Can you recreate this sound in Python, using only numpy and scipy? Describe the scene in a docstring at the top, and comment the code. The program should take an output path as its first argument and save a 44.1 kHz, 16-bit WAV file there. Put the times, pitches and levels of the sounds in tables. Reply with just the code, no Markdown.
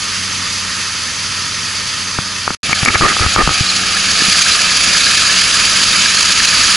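"""Rice harvester across a field

A small harvester works far off, then, after a short silent cut, nearer; a hand-held camera hears it in stereo.
Steady tones make the engine and shafts, coloured noise the roar of fan, drum and straw over soft ground.
Dying rings make the knife's clacks and the jingle of chain and grain; short tone blips make the squeaks.
At the microphones the hand shifts on the camera case around the cut: rings tick, low pushes thump and
resonant noise rubs. These peaks make the limiter duck the machine.
"""
import sys
import numpy as np
from scipy import signal
from scipy.io import wavfile
from scipy.ndimage import uniform_filter1d

SR = 44100
rng = np.random.default_rng(int(sys.argv[2]) if len(sys.argv) > 2 else 0)


def amplitude_ratio(level_db):
    """Convert a level in decibels to the matching linear amplitude (field) ratio."""
    exponent = np.asarray(level_db, float) / 20
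    return 10 ** exponent


def store_pcm(level_fs):
    """Save levels as 16-bit WAV."""
    pcm = np.round(np.clip(level_fs, -1, 1) * 32767).astype(np.int16)
    wavfile.write(sys.argv[1], SR, np.atleast_2d(pcm).T)


N = 298099
T = np.arange(N) / SR
CUT_S, RESTART_S = 2.549, 2.632  # the far take ends, the near one begins


def evened(x):
    """Scales to rms 1."""
    return x / np.sqrt(np.mean(x ** 2) + 1e-20)


def read(points, hz):
    """Reads a spectrum table on a log-frequency axis."""
    f, value = np.transpose(points)
    return np.interp(np.log(hz + 1), np.log(f + 1), value)


def add(mix, s, sound):
    """Mixes a sound in at s seconds."""
    part = mix[round(s * SR):][:len(sound)]
    part += sound[:len(part)]


def drift(t, top_hz, low_hz=0.3035):
    """Slow random wander of rms 1: sines of random phase, the slower the stronger."""
    rates = np.geomspace(low_hz, top_hz, num=24)
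    return evened(sum(np.sin(2 * np.pi * (f * t + rng.random())) / np.sqrt(f) for f in rates))


def resonate(x, hz, width):
    """One resonance, hz at its centre, with a gain of about 1 there."""
    r = np.exp(-np.pi * width / SR)
    return 2 * signal.lfilter([1 - r], [1, -r * np.exp(2j * np.pi * hz / SR)], x).real


def ring(hz, t60, length=.08, rise=0.0018):
    """One dying mode with a soft start; times in s."""
    t = T[:round(length * SR)]
    return amplitude_ratio(-60 * t / t60) * np.sin(2 * np.pi * hz * t) * np.minimum(t / rise, 1)


# how loud the machine arrives; it swells as it turns this way after the cut: t/s, level/dB
ARRIVING_LEVEL = [(0, -17.5), (1.9, -18.5), (2.55, -20.5), (2.63, -16), (3.1, -14), (3.95, -13.5),
                  (4.42, -8), (4.7, -11.5), (5, -9), (5.5, -10), (6.3, -9.5), (6.76, -7.5)]


def loudness(t):
    """The machine's level in dB at times t."""
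    return np.interp(t, *np.transpose(ARRIVING_LEVEL))


# engine and shaft tones, the upper five multiples of a gear mesh near 109 Hz:
# f/Hz, far rms level/dB, near rms level/dB, waver/dB
ENGINE_TONES = [(72.7, -55, -47, 1), (93.8, -38, -38.5, 0.9), (187.5, -44.5, -38, 3.2),
                (210, -52, -55, 5.5), (280.5, -54, -55, 1), (376, -56, -53, 1), (436, -57, -52, 4),
                (545, -60, -55, 4), (653, -60, -52, 4), (764, -62, -51, 4), (868, -60, -51, 4)]


def hum():
    """Firing tone, its overtones and shaft tones, each wavering a little in pitch and strength."""
    slow, out = T[::256], 0
    for hz, far_db, near_db, waver_db in ENGINE_TONES:
        bend, waver = (np.interp(T, slow, drift(slow, 8.1)) for _ in "ab")
        turns = np.cumsum(hz * (1 + 0.00415 * bend)) / SR + rng.random()
        distance_db = np.where(T < RESTART_S, far_db, near_db)
        level_db = distance_db + np.clip(waver_db * waver, -9, 3)
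        out = out + np.sqrt(2) * amplitude_ratio(level_db) * np.sin(2 * np.pi * turns)
    return out * amplitude_ratio(np.array([[.8], [-.8]]))  # dB, leaning left


# the knife crank turns almost steadily; play in the joints makes each clack early or late, hard or soft
FIRST_CLACK_S, CRANK_TURNS_PER_S = 3.853, 8.22
PLAY_S, CLACK_SPREAD_DB, CLACK_OVER_ROAR_DB = .005, 1.5, 5
BAR_HZ, BAR_SPREAD_HZ = 1683, 29
# the load swings, so the crank falls behind and catches up
LAG_S, LAG_CYCLE_S, LAG_START_S = .014, 1.32, 4.35
# squeaks of dry joints in the near machine: t/s, peak level/dB, f/Hz
JOINT_SQUEAKS = [(3.66, -12, 4000), (3.685, -9, 4300), (3.695, -10, 4050), (4.245, -10, 3990),
                 (4.513, -8, 4030), (4.528, -11, 4050), (5.0, -11, 3980), (5.06, -8, 4000),
                 (5.925, -9, 3700), (6.165, -7, 4360), (6.47, -8, 4100)]


def knife():
    """Each turn of the knife crank clacks on the cutter bar; dry joints squeak now and then."""
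    out = np.zeros(N)
    turns = np.arange(FIRST_CLACK_S, N / SR, 1 / CRANK_TURNS_PER_S)
    for s, (late, hard, high) in zip(turns, rng.standard_normal((len(turns), 3))):
        db = loudness(s) + CLACK_OVER_ROAR_DB + CLACK_SPREAD_DB * hard
        lag = LAG_S * np.sin(2 * np.pi * (s - LAG_START_S) / LAG_CYCLE_S)
        clack = ring(BAR_HZ + BAR_SPREAD_HZ * high, 0.029, rise=0.0025)
        add(out, s + PLAY_S * late + lag, amplitude_ratio(db) * clack)
    blip = np.hanning(round(.015 * SR))
    for s, db, hz in JOINT_SQUEAKS:
        add(out, s, amplitude_ratio(db) * np.sin(2 * np.pi * hz * T[:len(blip)]) * blip)
    return out


TICK_LEAN_DB, THUMP_LEAN_DB = 4, 4.1  # the hand sits nearer the left port
DULL_DB = -6  # dull part of a rub, before the lean between ports
# skin that catches on the case locks onto its main ring
SQUEAL_HZ, SQUEAL_WANDER_HZ, SQUEAL_SHARE = 1245, 60, .65
# fingers on the camera case: t/s, level of the lower rings/dB, upper rings above that/dB
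FINGER_TICKS = [(2.187, -2, -19), (2.478, 3.5, -11), (2.505, -4, -9), (2.696, -6, -15), (2.729, 0.5, 11),
                (2.831, -5, 2), (2.859, -2, 10.5), (2.878, -8, 5), (2.882, -10, -2), (2.885, -19, 31.5),
                (2.95, -12, 18), (2.956, 3, 3), (3.011, 1, -9), (3.167, -3.5, -14), (3.196, -5, -4),
                (3.263, -3, -2), (3.362, 8, -9), (3.475, 4, -10), (3.492, 1, -15)]
# rings of the camera case, before each port shifts them: f/Hz, level/dB, t60/s
CASE_RINGS = [(1213, 4, 0.0085), (900, 4, 0.0053), (540, -2, 0.0047), (2194, -7, 0.03),
              (1840, -12.5, 0.027)]
# the grip shoves the microphones: t/s, level/dB, f/Hz, way (in 1, out -1)
GRIP_THUMPS = [(2.188, -5, 144, 1), (2.506, -7, 210, 1), (2.692, -8.5, 168, -1), (2.728, -3, 230, -1),
               (2.83, -2, 135, 1), (2.875, -2.5, 220, 1), (2.903, -12, 90, 1), (2.955, -6.5, 90, 1),
               (3.007, -3, 136, 1), (3.206, -4.5, 85, -1), (3.249, -11, 70, -1), (3.262, -3.5, 76.5, -1),
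               (3.365, -3, 90, -1), (3.382, 0, 155, 1), (3.415, -10, 110, -1), (3.433, -6, 42, -1),
               (3.475, 4, 175, 1), (3.487, -6, 140, 1), (3.505, -12, 70, -1), (3.608, 0, 126, 1),
               (4.22, -4.5, 259, 1), (4.283, -7.5, 179, 1), (4.499, -20, 78, 1)]
# skin slides over the case: start t/s, length/s, level/dB, upper part above that/dB
SKIN_RUBS = [(2.702, 0.027, -22.5, -18), (2.863, 0.052, -14, -6), (2.934, 0.043, -17, -1.5),
             (3.008, 0.073, -9, -9), (3.066, 0.075, -20, 2), (3.204, 0.054, -17, -6),
             (3.361, 0.073, -6.5, -9.5), (3.47, 0.064, -21.5, -11)]


def hand():
    """Ticks ring the case, thumps push the diaphragms, rubs scrape; the two ports hear them unalike."""
    out = np.zeros((2, N))
    for s, db, upper_db in FINGER_TICKS:
        for ear, side in enumerate((1, -1)):
            tick = 0
            for hz, mode_db, t60 in CASE_RINGS:
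                level = amplitude_ratio(mode_db + (upper_db if hz > 1500 else 0))
                tick = tick + level * ring(hz * (1 + 0.024 * side), t60, rise=0.00086)
            add(out[ear], s, amplitude_ratio(db + side * TICK_LEAN_DB / 2) * tick)
    for s, db, hz, way in GRIP_THUMPS:
        push = np.sign(way) * amplitude_ratio(db) * ring(hz, 4.2 / hz, length=.2)
        add(out[0], s, amplitude_ratio(THUMP_LEAN_DB / 2) * push)
        add(out[1], s + .07 / hz, amplitude_ratio(-THUMP_LEAN_DB / 2) * push)  # the far port lags a little
    for s, length, db, upper_db in SKIN_RUBS:
        scrape, other, slips = rng.standard_normal((SR // 5, 3))[:round(length * SR)].T
        stick_slip = amplitude_ratio(1.2 * evened(uniform_filter1d(slips, size=130)))  # skin sticks and slips
        stroke = signal.windows.tukey(len(scrape), .5) * stick_slip
        wander = evened(uniform_filter1d(other, size=200))
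        squeal_turns = np.cumsum(SQUEAL_HZ + SQUEAL_WANDER_HZ * wander) / SR
        squeal = np.sqrt(2) * np.sin(2 * np.pi * squeal_turns)
        for ear, share, lean_db in zip(range(2), (0, 1.3), (2, -2)):
            grit = scrape + share * other
            lower = resonate(resonate(scrape + 0.29 * share * other, 1500, 260), 810, 220)
            lower = lower + 0.88 * resonate(grit, 720, 560)
            upper = resonate(resonate(grit, 1640, 900), 1650, 900)
            body = resonate(resonate(grit, 270, 520), 270, 520)
            lower = SQUEAL_SHARE * squeal + (1 - SQUEAL_SHARE) * evened(lower)
            rub = evened(lower) + amplitude_ratio(upper_db - lean_db) * evened(upper)
            rub = rub + amplitude_ratio(DULL_DB + lean_db) * evened(body)
            add(out[ear], s, amplitude_ratio(db) * stroke * rub)
    # one bright snap of a fingernail
    snap = resonate(rng.standard_normal(300), 5200, 4000) * np.hanning(300)
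    for ear in out:
        add(ear, 2.848, amplitude_ratio(-12.0) * evened(snap))
    return out


# ringing panels of machine and camera, which also colour the roar:
# f/Hz, width/Hz, lift when far/dB, lift when near/dB
RINGING_PANELS = [(1270, 140, 7, 9.5), (1700, 340, 0, 5), (1850, 70, 5, 1), (1975, 110, -4, -2.5),
                  (2610, 55, 4, 4.5), (3120, 90, 5, 2), (3480, 100, 3.5, 0), (4720, 900, 8, 8.5),
                  (4872, 40, 0, 3.5), (6170, 130, 6, 5), (6460, 110, 3.5, 0), (6690, 190, 1, 7.5),
                  (7770, 40, 0, 8), (8647, 40, 0, 8)]


def jingle():
    """Chain links and grain strike the panels: tiny rings at random, following the machine's level."""
    out = np.zeros(N)
    for hz, width, *_ in RINGING_PANELS[4:-2]:  # the bright panels
        chance, size = rng.random((N, 2)).T
        for shift in (-.3, .3):  # two pitches a panel, each struck about 4.5 times a second
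            struck = (chance % .5 < 4.5 / SR) * ((chance > .5) == (shift > 0))
            strikes = struck * amplitude_ratio(-7 * size)
            mode = ring(hz + shift * width, 0.028, length=.04, rise=0.0028)
            out += signal.oaconvolve(strikes, mode)[:N]
    return out * amplitude_ratio(loudness(T))


# colour of the broad noise heard from far off, scaled to its treble later; it steps up near 9.75 kHz: f/Hz,
# relative level per Hz/dB
FAR_COLOUR = [(25, -11), (60, -15), (110, -6), (250, -8), (340, -15), (650, -15), (1000, -10), (2000, -5.5),
              (4000, -10.5), (6300, -10), (7500, -16), (9500, -22), (9750, -14.5), (11100, -17.5)]
# the same from nearer: f/Hz, relative level per Hz/dB
NEAR_COLOUR = [(25, -8), (60, -10.5), (130, -9.5), (270, -7.5), (350, -14.5), (1080, -9), (1400, -6),
               (2000, -6), (2350, -1), (4000, -5.5), (6800, -8.5), (9600, -20.5), (9780, -8.5),
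               (11100, -16)]
# likeness of the left and right microphones: f/Hz, likeness (1 = same)
PORT_LIKENESS = [(60, 0.61), (110, 0.99), (190, 0.95), (340, 0.74), (620, 0.68), (1110, 0.99), (1980, 0.88),
                 (3550, 0.92), (6360, 0.92), (11400, 0.76)]
# lean between the microphones: f/Hz, left over right level/dB
PORT_LEAN = [(60, 0), (110, 2.5), (190, 5), (340, 1), (620, 3.5), (1110, 0.5), (1980, -1), (3550, -2),
             (6360, -1), (11400, -5.5)]
# the ground echo cancels one band: fixed while far off, sliding down once the near machine starts to turn
DIP_FAR_HZ, DIP_START_HZ, DIP_END_HZ, TURN_S, SLIDE_S = 755, 960, 765, 3.75, 1.1
THROBS_PER_S = 17.96  # beats of the straw against the threshing drum


def roar():
    """Dense noise coloured by panels and the ground dip, in patches, throbbing with the drum."""
    frames, hz = N // 128 + 5, np.fft.rfftfreq(1024, 1 / SR)
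    t = np.arange(frames) * 128 / SR
    near = t > (CUT_S + RESTART_S) / 2
    # panels colour the noise, and each buzzes up and falls still by itself
    shapes = np.array([1 / (1 + (2 * (hz - f) / width) ** 2) for f, width, *_ in RINGING_PANELS])
    lift = np.transpose(RINGING_PANELS)[2:] @ shapes
    rattle_db = shapes.T @ [.95 * drift(t, 30, low_hz=6) for _ in RINGING_PANELS]
    treble_band = (hz > 2500) & (hz < 9000)
    colours_db = read(FAR_COLOUR, hz) + lift[0], read(NEAR_COLOUR, hz) + lift[1]
    colour = [amplitude_ratio(db) / np.linalg.norm(amplitude_ratio(db)[treble_band]) for db in colours_db]
    field = np.where(near, colour[1][:, None], colour[0][:, None])
    # the echo off the stubble cancels one band
    slide = np.exp(-np.maximum(t - TURN_S, 0) / SLIDE_S)
    dip_hz = np.where(near, DIP_END_HZ + (DIP_START_HZ - DIP_END_HZ) * slide, DIP_FAR_HZ)
    dip_db = -8 * np.exp(-(np.log(hz[:, None] / dip_hz + 1e-9) / .12) ** 2)
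    a, b, c, d, patches = rng.standard_normal((frames, 513, 5)).T
    patches = uniform_filter1d(patches, size=9, axis=0)
    patches = evened(uniform_filter1d(patches, size=24, axis=1))
    # hiss follows the loudness most, bass least
    treble = np.interp(hz, [0, 2400, 5500, 7000], [0.2, 0.75, 1.03, 1.15])[:, None]
    strokes = np.cos(2 * np.pi * THROBS_PER_S * (t - .037)) * np.where(near, .9, .3)
    # loose parts knock: brief wide flashes
    clatter = np.minimum(rng.exponential(1, frames), 4) ** 2 * np.where(near, .4, .2)
    level_db = loudness(t)
    # near by, the panels stand out more as the machine gets louder
    facing_db = np.where(near, 0.0083 * (level_db + 2.0), 0) * lift[1][:, None]
    bass_db = np.where(near, -13 + 0.47 * (t - TURN_S), -21)  # dB per second as it draws nearer
    swell_db = treble * (level_db + strokes + 1.14 * clatter) + (1 - treble) * bass_db
    # two microphones share part of the noise
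    same, left = np.clip(read(PORT_LIKENESS, hz), -1, 1)[:, None], a + 1j * b
    z = np.array([left, same * left + np.sqrt(1 - same ** 2) * (c + 1j * d)])
    z *= amplitude_ratio(np.outer([.5, -.5], read(PORT_LEAN, hz)))[:, :, None]
    z *= field * amplitude_ratio(swell_db + facing_db + dip_db + rattle_db + 0.73 * patches)
    return 1.263 * signal.istft(z, nperseg=1024, noverlap=896)[1][:, :N]


def scene():
    """The machine in the field and the hand on the camera."""
    return roar() + hum() + knife() + jingle() + hand()


def low_pass(x):
    """Removes everything above the highest recorded frequency."""
    return signal.sosfilt(signal.butter(12, 11990, fs=SR, output="sos"), x)


def record(dry):
    """Camera chain: peak limiter, treble band edge, the cut with its short fade, hard clipping."""
    peak_db = 20 * np.log10(abs(dry).max(0) + 1e-9)
    recovery = 180 * T  # dB regained as time passes
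    held_db = np.maximum.accumulate(peak_db + recovery) - recovery
    over_db = np.maximum(held_db - .8, 0)
    # it reacts just after a peak
    limited = dry / amplitude_ratio(1.05 * uniform_filter1d(over_db, size=180, origin=89))
    edge = signal.firwin(801, 11080, window=("kaiser", 11), fs=SR)  # low-pass, Hz
    band = signal.oaconvolve(limited, edge[None], "same")
    fade_db = np.interp(T, [CUT_S, 2.551, 2.569, 2.574, 2.63, RESTART_S], [0, -17, -28, -90, -90, 0])
    return low_pass(np.clip(band * amplitude_ratio(fade_db), -1, 1))


dry = scene()
out = record(dry)
store_pcm(out)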